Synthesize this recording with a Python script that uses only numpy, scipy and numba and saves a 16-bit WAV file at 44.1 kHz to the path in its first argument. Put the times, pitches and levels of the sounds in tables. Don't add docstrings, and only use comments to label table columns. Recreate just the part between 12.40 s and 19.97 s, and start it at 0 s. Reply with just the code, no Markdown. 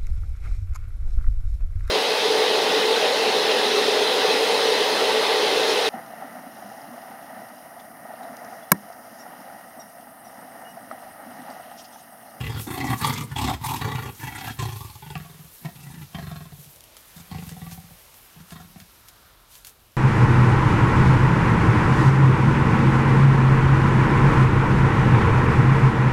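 import sys
import numpy as np
from scipy import signal
from scipy.io import wavfile
from scipy.ndimage import uniform_filter1d
from numba import njit

SR = 44100
rng = np.random.default_rng(int(sys.argv[2]) if len(sys.argv) > 2 else 0)


def to_wav(sig):
    pcm = np.clip(np.atleast_2d(sig), -1, 1) * 32767
    pcm = np.round(pcm).astype(np.int16)
    wavfile.write(sys.argv[1], SR, pcm.T)


def how_loud(loudness_db):
    steps = np.asarray(loudness_db, float) / 20
    return 10 ** steps


N = 333748

# (first slap [s], length [s], first gap between slaps [ms],
# lengthening of each gap [ms], breath share [0-1])
GROWLS = [(.005, .23, 30, -1, .45), (.268, .305, 36, -1.2, .6), (.609, .255, 28, 0, .75),
          (.913, .047, 60, 0, .65), (.96, .22, 25, 1.5, .65), (1.236, .174, 24, 0, .55),
          (1.41, .32, 35, 0, .5), (1.795, .125, 36, 2, .65), (1.92, .225, 30, 0, .65),
          (2.19, .216, 30, 2, .25), (2.406, .185, 41, 8, .2), (2.623, .131, 39, 0, .12),
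          (2.754, .36, 47, .3, .12), (3.249, .104, 35, 0, .4), (3.353, .31, 37.3, 0, .4),
          (3.746, .375, 39.5, 1.5, .12), (4.121, .19, 65, 9, .08), (4.763, .085, 36, 0, .15),
          (4.914, .303, 33, 3.6, .06), (5.217, .37, 48, 5, .04), (5.962, .085, 39, 0, .04),
          (6.12, .21, 38, 4, .15), (6.359, .12, 54, 0, .06)]


def curve(table, column):
    rows = np.array(table)
    return np.interp(np.arange(N) / SR, rows[:, 0], rows[:, column])


@njit
def svf(x, hz, width):
    y = np.empty(len(x))
    band, low, g, damping = 0., 0., 0., 0.
    for i in range(len(x)):
        if i % 16 == 0:
            g = np.tan(np.pi * hz[i] / SR)
            damping = width[i] / hz[i]
        v = (band + g * (x[i] - low)) / (1 + g * (g + damping))
        band = 2 * v - band
        low = low + 2 * g * v
        y[i] = damping * v
    return y


def ring(x, hz, width, steep=8.7):
    hz = np.clip(hz, 20, 18000) * np.ones(N)
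    width = width * np.ones(N)
    once = svf(x + 1e-18, hz, width)
    return svf(once, hz, steep * width) * np.sqrt(SR / (np.pi * width))


def walk(rate):
    hold = int(SR / rate)
    steps = np.repeat(rng.standard_normal(N // hold + 1), hold)
    return 1.8 * uniform_filter1d(uniform_filter1d(steps, hold), hold)[:N]


def land():
    # (frequency [Hz], level per Hz [dB])
    hum = [
        (18, -29),
        (30, 2.5),
        (103, -5.5),
        (218, -16),
        (1430, -15.5),
        (1730, -19),
        (5200, -22.5),
        (6760, -59),
        (11400, -120),
    ]
    # (time [s], level [dB])
    swish = [
        (2.4, -55.5),
        (3.4, -56),
        (4.05, -56.5),
        (5.11, -51.5),
        (5.48, -55.5),
        (6.6, -54.5),
        (7.57, -58),
    ]
    swish_db = curve(swish, 1) - swish[-1][1]
    hz_at, db_at = np.transpose(hum)
    out = 0
    for hz in 35 * 2 ** np.arange(0, 7.6, .4):
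        db = np.interp(np.log(hz), np.log(hz_at), db_at) + 10 * np.log10(hz)
        db = db + min(hz / 500, 1) * swish_db + 1.4 * walk(4.164)
        out = out + how_loud(db) * ring(rng.standard_normal(N), hz, hz / 3, steep=2.6)
    out *= how_loud(-56.5) / np.std(out[-SR // 2:])
    passing = np.exp(-((np.arange(N) / SR - 7) / 0.5) ** 4)
    return out + how_loud(-68.5) * passing * ring(rng.standard_normal(N), 1406, 220)


def snaps():
    # (time [s], peak level [dB], centre frequency [Hz])
    stalks = [(2.702, -40, 2560), (4.3294, -46, 10900), (4.568, -29.5, 4450), (4.78, -36, 3720),
              (5.0925, -26.5, 4460), (5.313, -32, 3770), (5.742, -35, 11000), (6.1067, -30, 4490),
              (6.4012, -32.5, 4140), (6.6848, -31, 12600), (7.1536, -32, 6860), (7.2482, -27.5, 12800),
              (7.2697, -25.5, 11500)]
    out, t = np.zeros(N), np.arange(3000) / SR
    for s, db, hz in stalks:
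        burst = rng.standard_normal(len(t)) * (np.exp(-t / .0006) + .25 * np.exp(-t / .013))
        band = signal.butter(1, [min(hz, 7000) / 4.8, min(hz * 1.3, 16000)], "band", fs=SR)
        burst = signal.lfilter(*band, burst)
        start = int(s * SR)
        out[start:start + len(t)] += how_loud(db) * burst / np.abs(burst).max()
    return out


def grass(rasp, breath):
    # (time [s], level [dB])
    stir = [
        (0, -56),
        (.9, -57),
        (1.2, -61),
        (1.42, -55),
        (2.6, -56),
        (4.45, -58),
        (5, -55),
        (6.7, -60),
        (7.05, -65),
        (7.57, -65),
    ]
    # (middle [s], half length [s], hiss level [dB], rustle over hiss [dB])
    brushes = [(0.218, 0.04, -48.5, 3), (0.336, .04, -53, 8.5), (0.582, 0.12, -54.5, 4.5),
               (1.277, 0.037, -50, 10), (1.813, 0.059, -55.5, 0), (2.055, 0.03, -54, 3),
               (2.407, 0.13, -56.5, 0), (3.174, 0.065, -61, -4), (4.23, 0.095, -59.5, 0),
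               (5.09, 0.1, -66, 9), (5.328, 0.021, -55.5, 10), (6.117, 0.033, -64.5, 11),
               (6.685, 0.011, -60, 2), (7.153, 0.062, -60, 10), (7.276, .03, -52, 5)]
    grains = how_loud(3.0 * rng.exponential(size=N // 60 + 1)).repeat(60)[:N]
    grains = (0.75 + 0.18 * grains) * rng.standard_normal((4, N))
    t = np.arange(N) / SR
    bed = how_loud(curve(stir, 1))
    high = bed + how_loud(-7.5) * breath
    low = how_loud(2.5) * bed + how_loud(-11.5) * breath
    for s, half, db, rustle_db in brushes:
        side = np.where(t < s, 0.84 * half, 0.98 * half)
        brush = how_loud(db) * np.exp(-((t - s) / side) ** 2)
        high += brush
        low += how_loud(rustle_db) * brush
    hiss = ring(grains[0] * (1 + 0.35 * rasp), 12330, 6200, steep=6.2) * high * how_loud(1.1 * walk(37) + 5.5)
    rustle = 0
    for k, hz in ((1, 3370), (2, 6300), (3, 9170)):
        flicker = how_loud((0.7 + 6.3 * rasp) * walk(45))
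        rustle = rustle + ring(grains[k] * (1 + 0.078 * rasp), hz, 3250, steep=3.1) * flicker
    return hiss + rustle * low * how_loud(-7.0)


def breaths():
    # (effort at start [dB], at end [dB], mouth opening at start [dB], at end [dB])
    push = [(-31.5, -30, -17, -16.5), (-41.5, -29.5, -0.5, -1.5), (-30.5, -38.5, 1, -8.5),
            (-31.5, -44.5, -5, -7), (-34.5, -32.5, 1.5, -1), (-34, -33.5, -0.5, -7),
            (-29.5, -34.5, -6, -11.5), (-43, -46, -4, 6.5), (-47.5, -39, 4, 0), (-29.5, -43.5, -11, -12),
            (-36.5, -47.5, -10.5, -8.5), (-41.5, -45, -10.5, -7.5), (-46.5, -44.5, -4, -23),
            (-29, -55.5, -8, -21), (-44, -35, -15, -19), (-31, -42.5, -7.5, -9.5), (-41.5, -59, -18, -23),
            (-41, -47, -20.5, -14), (-30, -43.5, -7.5, -12), (-34, -54, -10, -17), (-45.5, -37, -20, -19),
            (-37, -53.5, -7, -16), (-40.5, -55, -11.5, -7)]
    lead_s, attack_s, release_s = 0.042, 0.028, 0.036
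    effort, opening = np.full(N, -88.), np.full(N, -30.)
    share, along, which = np.zeros(N), np.zeros(N), np.zeros(N, int)
    start, length = np.transpose(GROWLS)[:2]
    pause = np.r_[start[1:] - (start + length)[:-1] > .015, True]
    for k, ((s, span, _, _, breath), (db0, db1, open0, open1)) in enumerate(zip(GROWLS, push)):
        fresh = k > 0 and pause[k - 1]
        j = np.arange(max(int((s - lead_s * fresh - .005) * SR), 0), int((s + span) * SR))
        t = j / SR - s
        rise = np.clip((attack_s * breath - .004 - t) / (attack_s * breath + lead_s), 0, 1)
        fall = np.clip(1 - (span - t) / release_s, 0, 1)
        edge = fresh * rise + pause[k] * fall
        along[j[0]:], which[j[0]:] = 1, k
        along[j] = np.clip(t / span, 0, 1)
        effort[j] = db0 + (db1 - db0) * along[j] - 14.5 * edge
        opening[j] = open0 + (open1 - open0) * along[j] - 10 * edge
        share[j] = breath + fresh * 0.23 * (1 - breath) * np.exp(-(t + lead_s) / 0.073)
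    return effort, opening, share, along, which


def folds(share):
    # (time [s], level over an ordinary slap [dB])
    hard_slaps = [(.304, 9.5), (.487, 4.5), (.513, 1), (1.213, 8), (1.55, 5.5), (1.831, 12.5), (1.871, 12),
                  (2.076, 9), (2.225, 5), (2.703, 8), (2.754, 15), (2.8, 4), (3.613, -11), (3.867, -3),
                  (4.946, -6)]
    slaps, puff, k = np.zeros(N), np.zeros(N), np.arange(16)
    for s, span, gap_ms, longer_ms, breath in GROWLS:
        late, strength = rng.standard_normal((len(k), 2)).T
        gap = (gap_ms + longer_ms * k) / 1000
        after = np.cumsum(gap) - gap
        keep = after < span - .03
        at = ((s + after + breath * 0.00399 * late) * SR).astype(int)[keep]
        slaps[at] = (np.sqrt(SR * gap) * how_loud(1.2 * strength))[keep]
        puff[at] = how_loud(1.6 * strength)[keep]
    for s, db in hard_slaps:
        slaps[int(s * SR)] += how_loud(db) * np.sqrt(SR / 30)
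        puff[int(s * SR)] += how_loud(db - 10.5)
    fade = np.exp(-1 / (0.014 * SR))
    puff = signal.lfilter([1], [1, -fade], puff)
    puff = uniform_filter1d(puff, size=180, origin=89) + .16 + .22 * share
    return slaps, 1.883 * puff


def leopards():
    # (chest [Hz], jaw [Hz], low throat [Hz], high throat [Hz], throat glide over the growl [%])
    tract = [(111, 443, 807, 1104, 1), (123, 283, 762, 1095, 1), (132, 440, 922, 1190, 6),
             (125, 320, 900, 1140, -2), (109, 245, 775, 1093, -12), (120, 300, 888, 1080, -2),
             (118.5, 436, 837, 1133, -2), (122, 270, 830, 1000, -6), (120, 290, 755, 960, -4),
             (109.3, 400, 810, 1070, 6), (102, 360, 850, 1095, -4), (142, 404, 870, 1500, -0.5),
             (157.5, 420, 700, 1120, 0), (151, 326, 656, 990, -1), (144, 290, 785, 990, 8.5),
             (157, 405, 673, 1090, -1.5), (147, 430, 730, 1600, 0), (166, 450, 740, 1080, 2),
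             (170, 462, 766, 1100, -3), (167.7, 451, 760, 1152, -1), (167, 414, 740, 1063, 0),
             (173, 414, 706, 1080, 2), (178, 300, 694, 1150, 1)]
    # (high throat over low [dB], mouth [dB], jaw over chest [dB], mouth tilt [dB per octave])
    colour = [(0.5, -2, -9, -2.5), (-9, -6, -2, -5), (-2.5, -3, -5.5, -0.5), (-15, -6, -15, -11),
              (-12.5, -6, -2.5, 0.5), (-8, -3.5, -11, 3.5), (-2, -3, -6, -5.5), (-10, -4, -1.5, -8.5),
              (-22, -2, -5, -6.5), (3, -1, -7.5, -1.5), (3.5, -6.5, -15, 3.5), (-3, -3, -12, -4),
              (-3.5, -5.5, -13, -3), (-8, -8.5, -21, -8.5), (-8, -3.5, -18, -7.5), (-8.5, -8, -15, -5),
              (-18, -3, -20, 6), (-10, 4.5, -18, 6), (-15, -11.5, -13.5, -1.5), (-8, -11.5, -22.5, -3),
              (-15, -2.5, -17, -4), (-4, -5.5, -13, -7), (-18, -8.5, -22, -8)]
    # (frequency [Hz], width [Hz], level [dB])
    mouth_modes = [(1407, 120, -7), (1737, 144, 2.5), (1969, 106, 3), (2293, 110, -5.5), (2760, 400, 2),
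                   (3280, 124, 0.5), (3710, 270, -0.5), (4340, 210, -0.5), (4830, 310, -6.5),
                   (5430, 200, -5.5), (6080, 1100, -3.5), (7640, 1600, -2.5)]
    effort, opening, share, along, which = breaths()
    slaps, puff = folds(share)
    chest_hz, jaw_hz, low_hz, high_hz, glide = uniform_filter1d(np.transpose(tract)[:, which], size=1800)
    high_db, mouth_db, jaw_db, tilt_db = uniform_filter1d(np.transpose(colour)[:, which], size=1800)
    low_hz = low_hz * uniform_filter1d(1 + glide / 50 * (along - .5), size=1800)
    high_hz = high_hz * uniform_filter1d(1 + 0.2 * glide / 50 * (along - .5), size=1800)

    def force(db):
        return how_loud(uniform_filter1d(effort + db, size=300))

    chest_force, low_force = force(0), force(opening)
    high_force = force(high_db + 1.3 * opening)
    mouth_force = force(mouth_db + 0.76 * opening)

    crackle = (rng.random(N) < 400 / SR) * how_loud(2.5 * rng.exponential(size=N).clip(0, 2))
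    crackle = crackle * rng.choice([-1, 1], N)
    crackle /= np.std(crackle)

    def drive(strength, airy, fleck_db):
        mix = np.clip(share ** airy, 0, 1)
        eddies = puff * (.75 * rng.standard_normal(N) + .65 * crackle)
        return strength * how_loud(fleck_db * walk(35)) * (np.sqrt(1 - mix) * slaps + np.sqrt(mix) * eddies)

    low = drive(chest_force, airy=1.3, fleck_db=.8)
    wobble = 1 + 0.0052 * walk(24.88)
    body = ring(low, chest_hz * wobble, 25 + 38 * share, steep=2.1)
    body += how_loud(-4.5 - 14.0 * share) * ring(low, 89, 44, steep=0.74)
    body += share ** 1.99 * ring(drive(chest_force, airy=0.17, fleck_db=2.0), 221, 66, steep=7.7)
    jaw = drive(chest_force, airy=0.68, fleck_db=2.5)
    body += how_loud(jaw_db) * ring(jaw, jaw_hz * wobble, 40 + 60 * share, steep=3.6)
    low_throat = drive(low_force, airy=0.47, fleck_db=2.5)
    throat = ring(low_throat, low_hz * wobble, 50 + 70 * share, steep=4.4)
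    high_throat = drive(high_force, airy=0.17, fleck_db=1.0)
    throat -= ring(high_throat, high_hz * wobble, 30 + 60 * share, steep=4.8)

    slide = (low_hz / 820) ** 0.19
    widen = how_loud(.9 * tilt_db + 1.5)
    mouth, power = 0, 0
    for k, (hz, width, db) in enumerate(mouth_modes):
        gain = how_loud(db + tilt_db * np.log2(hz / 2000) + 1.33 * walk(9))
        moving_hz = hz * slide * (1 + 0.01 * walk(6))
        air = drive(mouth_force, airy=0.14, fleck_db=2.5)
        mouth = mouth + (-1) ** k * gain * ring(air, moving_hz, width * widen, steep=5.6)
        power = power + gain ** 2
    mouth /= np.sqrt(power)
    cats = how_loud(-3.5) * body + how_loud(-2.0) * throat + how_loud(0.5) * mouth
    rasp = np.tanh(puff * share)
    breath = mouth_force * puff / 1.64 * share ** 1.24 * how_loud(1.4 * tilt_db)
    return cats, rasp, breath


def scene():
    cats, rasp, breath = leopards()
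    t = np.arange(6000) / SR
    smear = rng.standard_normal(len(t)) * np.exp(-t / 0.038) * (t > .004)
    low_down = cats + how_loud(-37) * signal.fftconvolve(cats, smear)[:N]
    lag = int(.00076 * SR)
    dull = signal.lfilter(*signal.butter(1, 1200, fs=SR), low_down)
    low_down[lag:] += .68 * dull[:-lag]
    return (low_down + land() + grass(rasp, breath) + snaps())[None]


def low_pass(x):
    return signal.sosfilt(signal.butter(12, 16320, fs=SR, output="sos"), x)


def record(dry):
    thin = signal.sosfilt(signal.butter(2, 40, "high", fs=SR, output="sos"), dry)
    thin = signal.sosfilt(signal.ellip(10, .3, 70, 15800, fs=SR, output="sos"), thin)
    return low_pass(thin)


dry = scene()
out = record(dry)
to_wav(out)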